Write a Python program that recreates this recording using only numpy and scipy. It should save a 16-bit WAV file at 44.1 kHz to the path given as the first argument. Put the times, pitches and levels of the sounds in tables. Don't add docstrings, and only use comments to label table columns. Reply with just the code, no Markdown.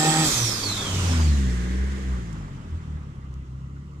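import sys
import numpy as np
from scipy import signal
from scipy.fft import rfft, irfft
from scipy.io import wavfile
from scipy.ndimage import uniform_filter1d

SR = 44100
rng = np.random.default_rng(int(sys.argv[2]) if len(sys.argv) > 2 else 0)


def store_wav(level_fs):
    pcm = np.round(np.clip(np.atleast_2d(level_fs), -1, 1) * 32767)
    wavfile.write(sys.argv[1], SR, pcm.T.astype(np.int16))


N = 176400
T = np.arange(N) / SR
LIFT_S = 0.23

# time in seconds, rate in Hz.
FIRING_RATE = [(0, 152.5), (.06, 156.4), (.22, 158.6), (.28, 149), (.33, 123), (.43, 117), (.6, 107),
               (.87, 97), (1.07, 87.7), (1.25, 76.8), (1.5, 61), (1.62, 60), (1.89, 66.7), (2.12, 63),
               (2.3, 55), (2.6, 41.3), (2.8, 39.5), (3.26, 32.8), (3.48, 32), (4, 36)]
# time in seconds, pitch in Hz.
WHISTLE_PITCH = [(0, 7600), (.08, 7740), (.22, 7860), (.265, 7620), (.32, 6960), (.39, 6300), (.5, 5480),
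                 (.7, 4170), (.82, 3550), (1.22, 2420), (1.45, 1680)]
# frequency in Hz, left minus right in dB.
PORT_BALANCE = [(100, 2.5), (550, 2), (1000, -3.5), (1600, -1.5), (2500, -4.5), (3500, 1), (4300, -3),
                (5100, -8.5), (5800, -8.5), (7300, -8.5), (9000, -3), (11000, -1), (13700, 5.5)]
# time in seconds, delay of the left port in ms.
LEFT_LAG = [(0, 0.15), (.9, 0.038), (1.35, 0.43), (1.6, 0.48), (4, 0.26)]


def amp(db):
    return 10 ** (np.asarray(db) / 20)


def unit(x):
    return x / np.sqrt(np.mean(x ** 2) + 1e-20)


def unit_of(x):
    return np.sqrt(np.mean(x.mean(0) ** 2) + 1e-20)


def curve(rows):
    return np.interp(T, *np.transpose(rows))


def read(points, hz):
    f, value = np.transpose(points)
    return np.interp(np.log(hz + 1), np.log(f + 1), value)


def port_gain(hz):
    return amp(read(PORT_BALANCE, hz) / 2)


def drift(rate_hz):
    coarse = np.arange(0, N, 64)
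    hz = np.fft.rfftfreq(len(coarse), coarse[1] / SR)
    spectrum = rfft(rng.standard_normal(len(coarse))) / (1 + (hz / rate_hz) ** 4)
    slow = irfft(spectrum, len(coarse))
    return np.interp(np.arange(N), coarse, unit(slow))


def rush(spectrum, patchy_db, size=512):
    # frequency in Hz, likeness from 0 to 1.
    likeness = [(350, 1), (650, 0.5), (1300, 0.34), (3400, 0.068), (5000, 0.26), (14000, .15)]
    hop = size // 4
    frames, hz = N // hop + 5, np.fft.rfftfreq(size, 1 / SR)
    a, b, c, d, patches = rng.standard_normal((5, frames, len(hz)))
    patches = uniform_filter1d(patches, size=12, axis=0)
    patches = unit(uniform_filter1d(patches, size=7, axis=1))
    lag_s = np.interp(np.arange(frames) * hop / SR, *np.transpose(LEFT_LAG))[:, None] / 1000
    turn = np.exp(-2j * np.pi * hz * lag_s)
    same, side = np.clip(read(likeness, hz), 0, 1), port_gain(hz)
    shared, separate = a + 1j * b, c + 1j * d
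    left = shared * side * turn
    right = (same * shared + np.sqrt(1 - same ** 2) * separate) / side
    shaped = np.array([left, right]) * amp(read(spectrum, hz) + patchy_db * patches)
    _, x = signal.istft(shaped, nperseg=size, noverlap=size - hop, time_axis=-2, freq_axis=-1)
    x = x[:, :N]
    return x / unit_of(x)


def street(x, wet_db, t60):
    t = np.arange(SR // 2) / SR
    strength = rng.standard_normal((2, len(t)))
    present = rng.random((2, len(t))) < 2000 / SR
    taps = strength * present * amp(-60 * t / t60)
    taps /= np.linalg.norm(taps, axis=1, keepdims=True)
    echoes = signal.fftconvolve(x[None], taps, axes=1)[:, :N]
    return (x + amp(wet_db) * echoes) / np.hypot(1, amp(wet_db))


def throttle():
    return amp(-342 * np.maximum(T - LIFT_S, 0))


def firing_phase():
    return 2 * np.pi * np.cumsum(curve(FIRING_RATE)) / SR


def handling():
    # start in seconds, level in dB, centre in Hz, decay time in seconds.
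    ticks = [(2.328, -50.5, 6800, 0.0054), (3.341, -49.5, 6000, 0.00099), (3.764, -56, 1500, .012)]
    out = np.zeros((2, N))
    for start, db, hz, decay in ticks:
        shape = [(hz / 4, -22), (hz, 0), (hz * 4, -44)]
        envelope = (T >= start) * np.exp(-abs(T - start) / decay)
        out += rush(shape, patchy_db=0, size=256) * amp(db) * envelope
    return out


def road():
    # frequency in Hz, level in dB per Hz.
    tyre_tone = [(200, 7), (700, -0.5), (1200, 3), (1800, -2.5), (2400, -7), (3100, -8), (4500, -20),
                 (9000, -56)]
    # time in seconds, level in dB.
    tyre_level = [(0, -40), (.3, -32), (.6, -37.5), (.9, -34.5), (1.17, -34), (1.4, -43.5), (2.1, -46),
                  (3, -54), (4, -68)]
    # frequency in Hz, level in dB per Hz.
    far_tone = [(200, -2), (480, -2.5), (720, -11.5), (1250, 2.5), (1680, -19), (2000, -4.5), (2400, -23),
                (2750, -12.5), (3600, -22.5), (9000, -41)]
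    # frequency in Hz, level in dB per Hz.
    wake_tone = [(150, -3), (330, 11.5), (440, 8), (650, -13), (1100, -31), (1550, 2), (2050, 1.5),
                 (2600, -14), (3500, -12), (6000, -60)]
    # frequency in Hz, level in dB per Hz.
    rumble_tone = [(20, -27), (45, -8.5), (75, 5.5), (150, 8), (250, 0), (380, -6), (600, -30), (1200, -70),
                   (14000, -93)]
    # time in seconds, level in dB.
    rumble_level = [(0, -70), (.27, -37.5), (.55, -45), (1, -32.5), (1.5, -39), (2, -45), (2.6, -41.5),
                    (3, -46.5), (3.5, -46.5), (4, -45.5)]
    wake_peak_s, wake_width_s = 1.637, 0.39
    tyres = rush(tyre_tone, patchy_db=1.84) * amp(curve(tyre_level))
    far = rush(far_tone, patchy_db=2.5) * amp(-59)
    swell = np.exp(-.5 * ((T - wake_peak_s) / wake_width_s) ** 2)
    wake = rush(wake_tone, patchy_db=0.3, size=1024) * amp(-40) * swell
    rumble = rush(rumble_tone, patchy_db=1.0, size=2048) * amp(curve(rumble_level))
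    throb = 1 + 0.13 * np.cos(firing_phase())
    return tyres + far + wake + rumble * throb


def intake():
    # frequency in Hz, level in dB per Hz.
    intake_tone = [(130, -30), (300, 9), (600, 3.5), (2400, 2), (3200, 6.5), (6500, -4), (8500, 1.5),
                   (11500, -13), (14000, -13.5)]
    flutter = amp(-29 + 0.71 * drift(43))
    rasp = 1 + .45 * np.cos(firing_phase())
    return rush(intake_tone, patchy_db=2.5) * throttle() * flutter * rasp


def blow_off():
    # frequency in Hz, level in dB per Hz.
    blast_tone = [(500, -42), (2900, -5), (3400, 2), (5000, 1.5), (6500, 1.5), (8500, -3.5), (10000, -5.5),
                  (12000, -10), (14000, -9.5)]
    # frequency in Hz, level in dB per Hz.
    vent_tone = [(500, -47), (2000, 0.5), (3300, 5), (4800, 1.5), (7000, 3), (8500, -1.5), (10000, -8.5),
                 (12000, -15.5), (14000, -15)]
    # time in seconds, level in dB.
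    vent_level = [(0, -32), (.3, -30), (.6, -35.5), (1.1, -36), (1.35, -44), (1.7, -50.5), (2.15, -55.5),
                  (2.5, -62.5), (3.3, -70.5)]
    rise_s, hold_s, fall_db_per_s = .045, 0.13, 33.5
    age = T - LIFT_S + rise_s / 2
    fade = amp(-27.5 - fall_db_per_s * np.maximum(age - hold_s, 0))
    envelope = np.clip(age / rise_s, 0, 1) * fade
    blast = rush(blast_tone, patchy_db=1.5) * envelope * amp(.9 * drift(30))
    vent = rush(vent_tone, patchy_db=1.0) * amp(curve(vent_level) + .5 * drift(25))
    return blast + vent


def hollow(x):
    # time in seconds, share taken away from 0 to 1.
    depth = [(0, .5), (.3, .85), (.78, .8), (.95, 0)]
    centre_hz, width_hz = 2880, 330
    hz = np.fft.rfftfreq(N, 1 / SR)
    band = irfft(rfft(x) * np.exp(-(2 * (hz - centre_hz) / width_hz) ** 2), N)
    return x - curve(depth) * band


def breath(multiple):
    rate_hz = 150
    hz = multiple * curve(WHISTLE_PITCH)
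    angle = 2 * np.pi * np.cumsum(hz) / SR
    side = port_gain(hz)
    ports = []
    for gain in (side, 1 / side):
        band = drift(rate_hz) * np.sin(angle) + drift(rate_hz) * np.cos(angle)
        ports.append(gain * band)
    return np.array(ports)


def turbo_breath():
    # time in seconds, level in dB.
    band_level = [(0, -41), (.42, -32.5), (.6, -40), (.86, -34), (1, -45), (1.4, -57), (1.8, -100)]
    # time in seconds, level in dB.
    octave_level = [(.5, -66), (.9, -48), (1.24, -44), (1.45, -57), (1.8, -100)]
    return breath(0.95) * amp(curve(band_level)) + breath(2) * amp(curve(octave_level))


def turbo():
    # time in seconds, level in dB.
    whistle_level = [(0, -25.5), (.22, -35.5), (.26, -29.5), (.31, -43), (.39, -31), (.6, -42), (.7, -29.5),
                     (.8, -39), (1.2, -100)]
    fray, fray_hz = 0.6, 56
    pitch = curve(WHISTLE_PITCH)
    wobbling = pitch * (1 + 0.00257 * drift(52.6))
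    angle = 2 * np.pi * np.cumsum(wobbling) / SR
    blades = (1 + fray * drift(fray_hz)) * np.sin(angle) + fray * drift(fray_hz) * np.cos(angle)
    tone = amp(curve(whistle_level)) * unit(blades)
    side = port_gain(pitch)
    return street(tone, wet_db=-6.0, t60=0.167) * np.array([side, 1 / side])


def engine_under_load():
    load_quarters = [6, 7, 9, 16, 20, 21, 23, 32, 33, 46, 47]
    load_level = [-39, -43, -41, -45.5, -29, -41, -39, -40, -41, -44, -33.5]
    phase, out = firing_phase(), np.zeros((2, N))
    for quarters, db in zip(load_quarters, load_level):
        order = quarters / 4
        angle = order * phase + 2 * np.pi * rng.random() + .3 * drift(10)
        hz = order * FIRING_RATE[0][1]
        lag = 2 * np.pi * hz * LEFT_LAG[0][1] / 1000
        side = port_gain(hz)
        pair = np.array([side * np.cos(angle - lag), np.cos(angle) / side])
        out += amp(db) * (1 + .25 * drift(20)) * pair
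    return np.sqrt(2) * out * throttle()


def exhaust():
    # time in seconds, level in dB.
    harmonic_levels = [
        [(0, -25), (.04, -30), (.09, -20), (.14, -32), (.2, -21.5), (.32, -42), (.43, -23.5), (.59, -43.5),
         (.7, -31), (.82, -37), (.93, -26), (1.3, -18.5), (1.68, -27.5), (1.82, -23), (1.98, -33), (2.12, -23),
         (2.26, -38), (2.42, -37), (2.55, -45.5), (4, -62)],
        [(0, -32), (.24, -28.5), (.34, -48), (.8, -43), (1.2, -34.5), (1.53, -31), (1.72, -39.5), (2.3, -40),
         (2.55, -48), (2.75, -30.5), (2.84, -42), (2.96, -29), (3.12, -44.5), (3.26, -35.5), (4, -42)],
        [(0, -42.5), (1, -50.5), (1.12, -32), (1.6, -33), (2.12, -37), (2.9, -46), (4, -54)],
        [(0, -49), (.5, -51), (1.55, -44.5), (2, -57.5), (2.6, -46.5), (2.96, -39.5), (3.42, -42.5),
         (3.62, -40.5), (4, -45)],
    ]
    # time in seconds, spread in dB.
    uneven = [(0, .3), (2.1, .5), (2.35, 3.5), (3.1, 3), (3.5, 1.5), (4, 1)]
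    # time in seconds, phase in radians.
    smear = [(2.1, 1.5), (2.6, .2)]
    silencer_hz, upper_db, upper_db_per_oct = 300, -5.5, -19.5
    alternate = 0.22
    jitter = 0.054
    waver = 0.093
    phase, hz, spread = firing_phase(), curve(FIRING_RATE), curve(uneven)
    levels = [curve(rows) for rows in harmonic_levels]
    for k in range(5, 11):
        slope = upper_db + upper_db_per_oct * np.log2(k / 5)
        silencer = -10 * np.log10(1 + (k * hz / silencer_hz) ** 2)
        levels.append(levels[3] + slope + silencer)
    chance = np.interp(phase / (2 * np.pi), np.arange(N), rng.uniform(-1.3, 1, N))
    strength = amp(spread * (chance + alternate * np.cos(phase / 2)))
    angle = phase + jitter * spread * drift(13)
    ports = np.array([angle - 2 * np.pi * hz * curve(LEFT_LAG) / 1000, angle])
    out = np.zeros((2, N))
    for k, db in enumerate(levels, 1):
        level = amp(db) * (1 + waver * np.sqrt(k) * drift(8.8))
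        out -= level * np.cos(k * ports - curve(smear) * (k - 1) ** 2)
    return np.sqrt(2) * out * strength


def scene():
    hiss = hollow(intake() + blow_off() + road())
    whistle = turbo() + turbo_breath()
    return handling() + hiss + whistle + engine_under_load() + exhaust()


def record(dry):
    low_pass = signal.firwin(601, 14400, window=("kaiser", 9), fs=SR)
    return signal.oaconvolve(dry, low_pass[None], "same")


dry = scene()
out = record(dry)
store_wav(out)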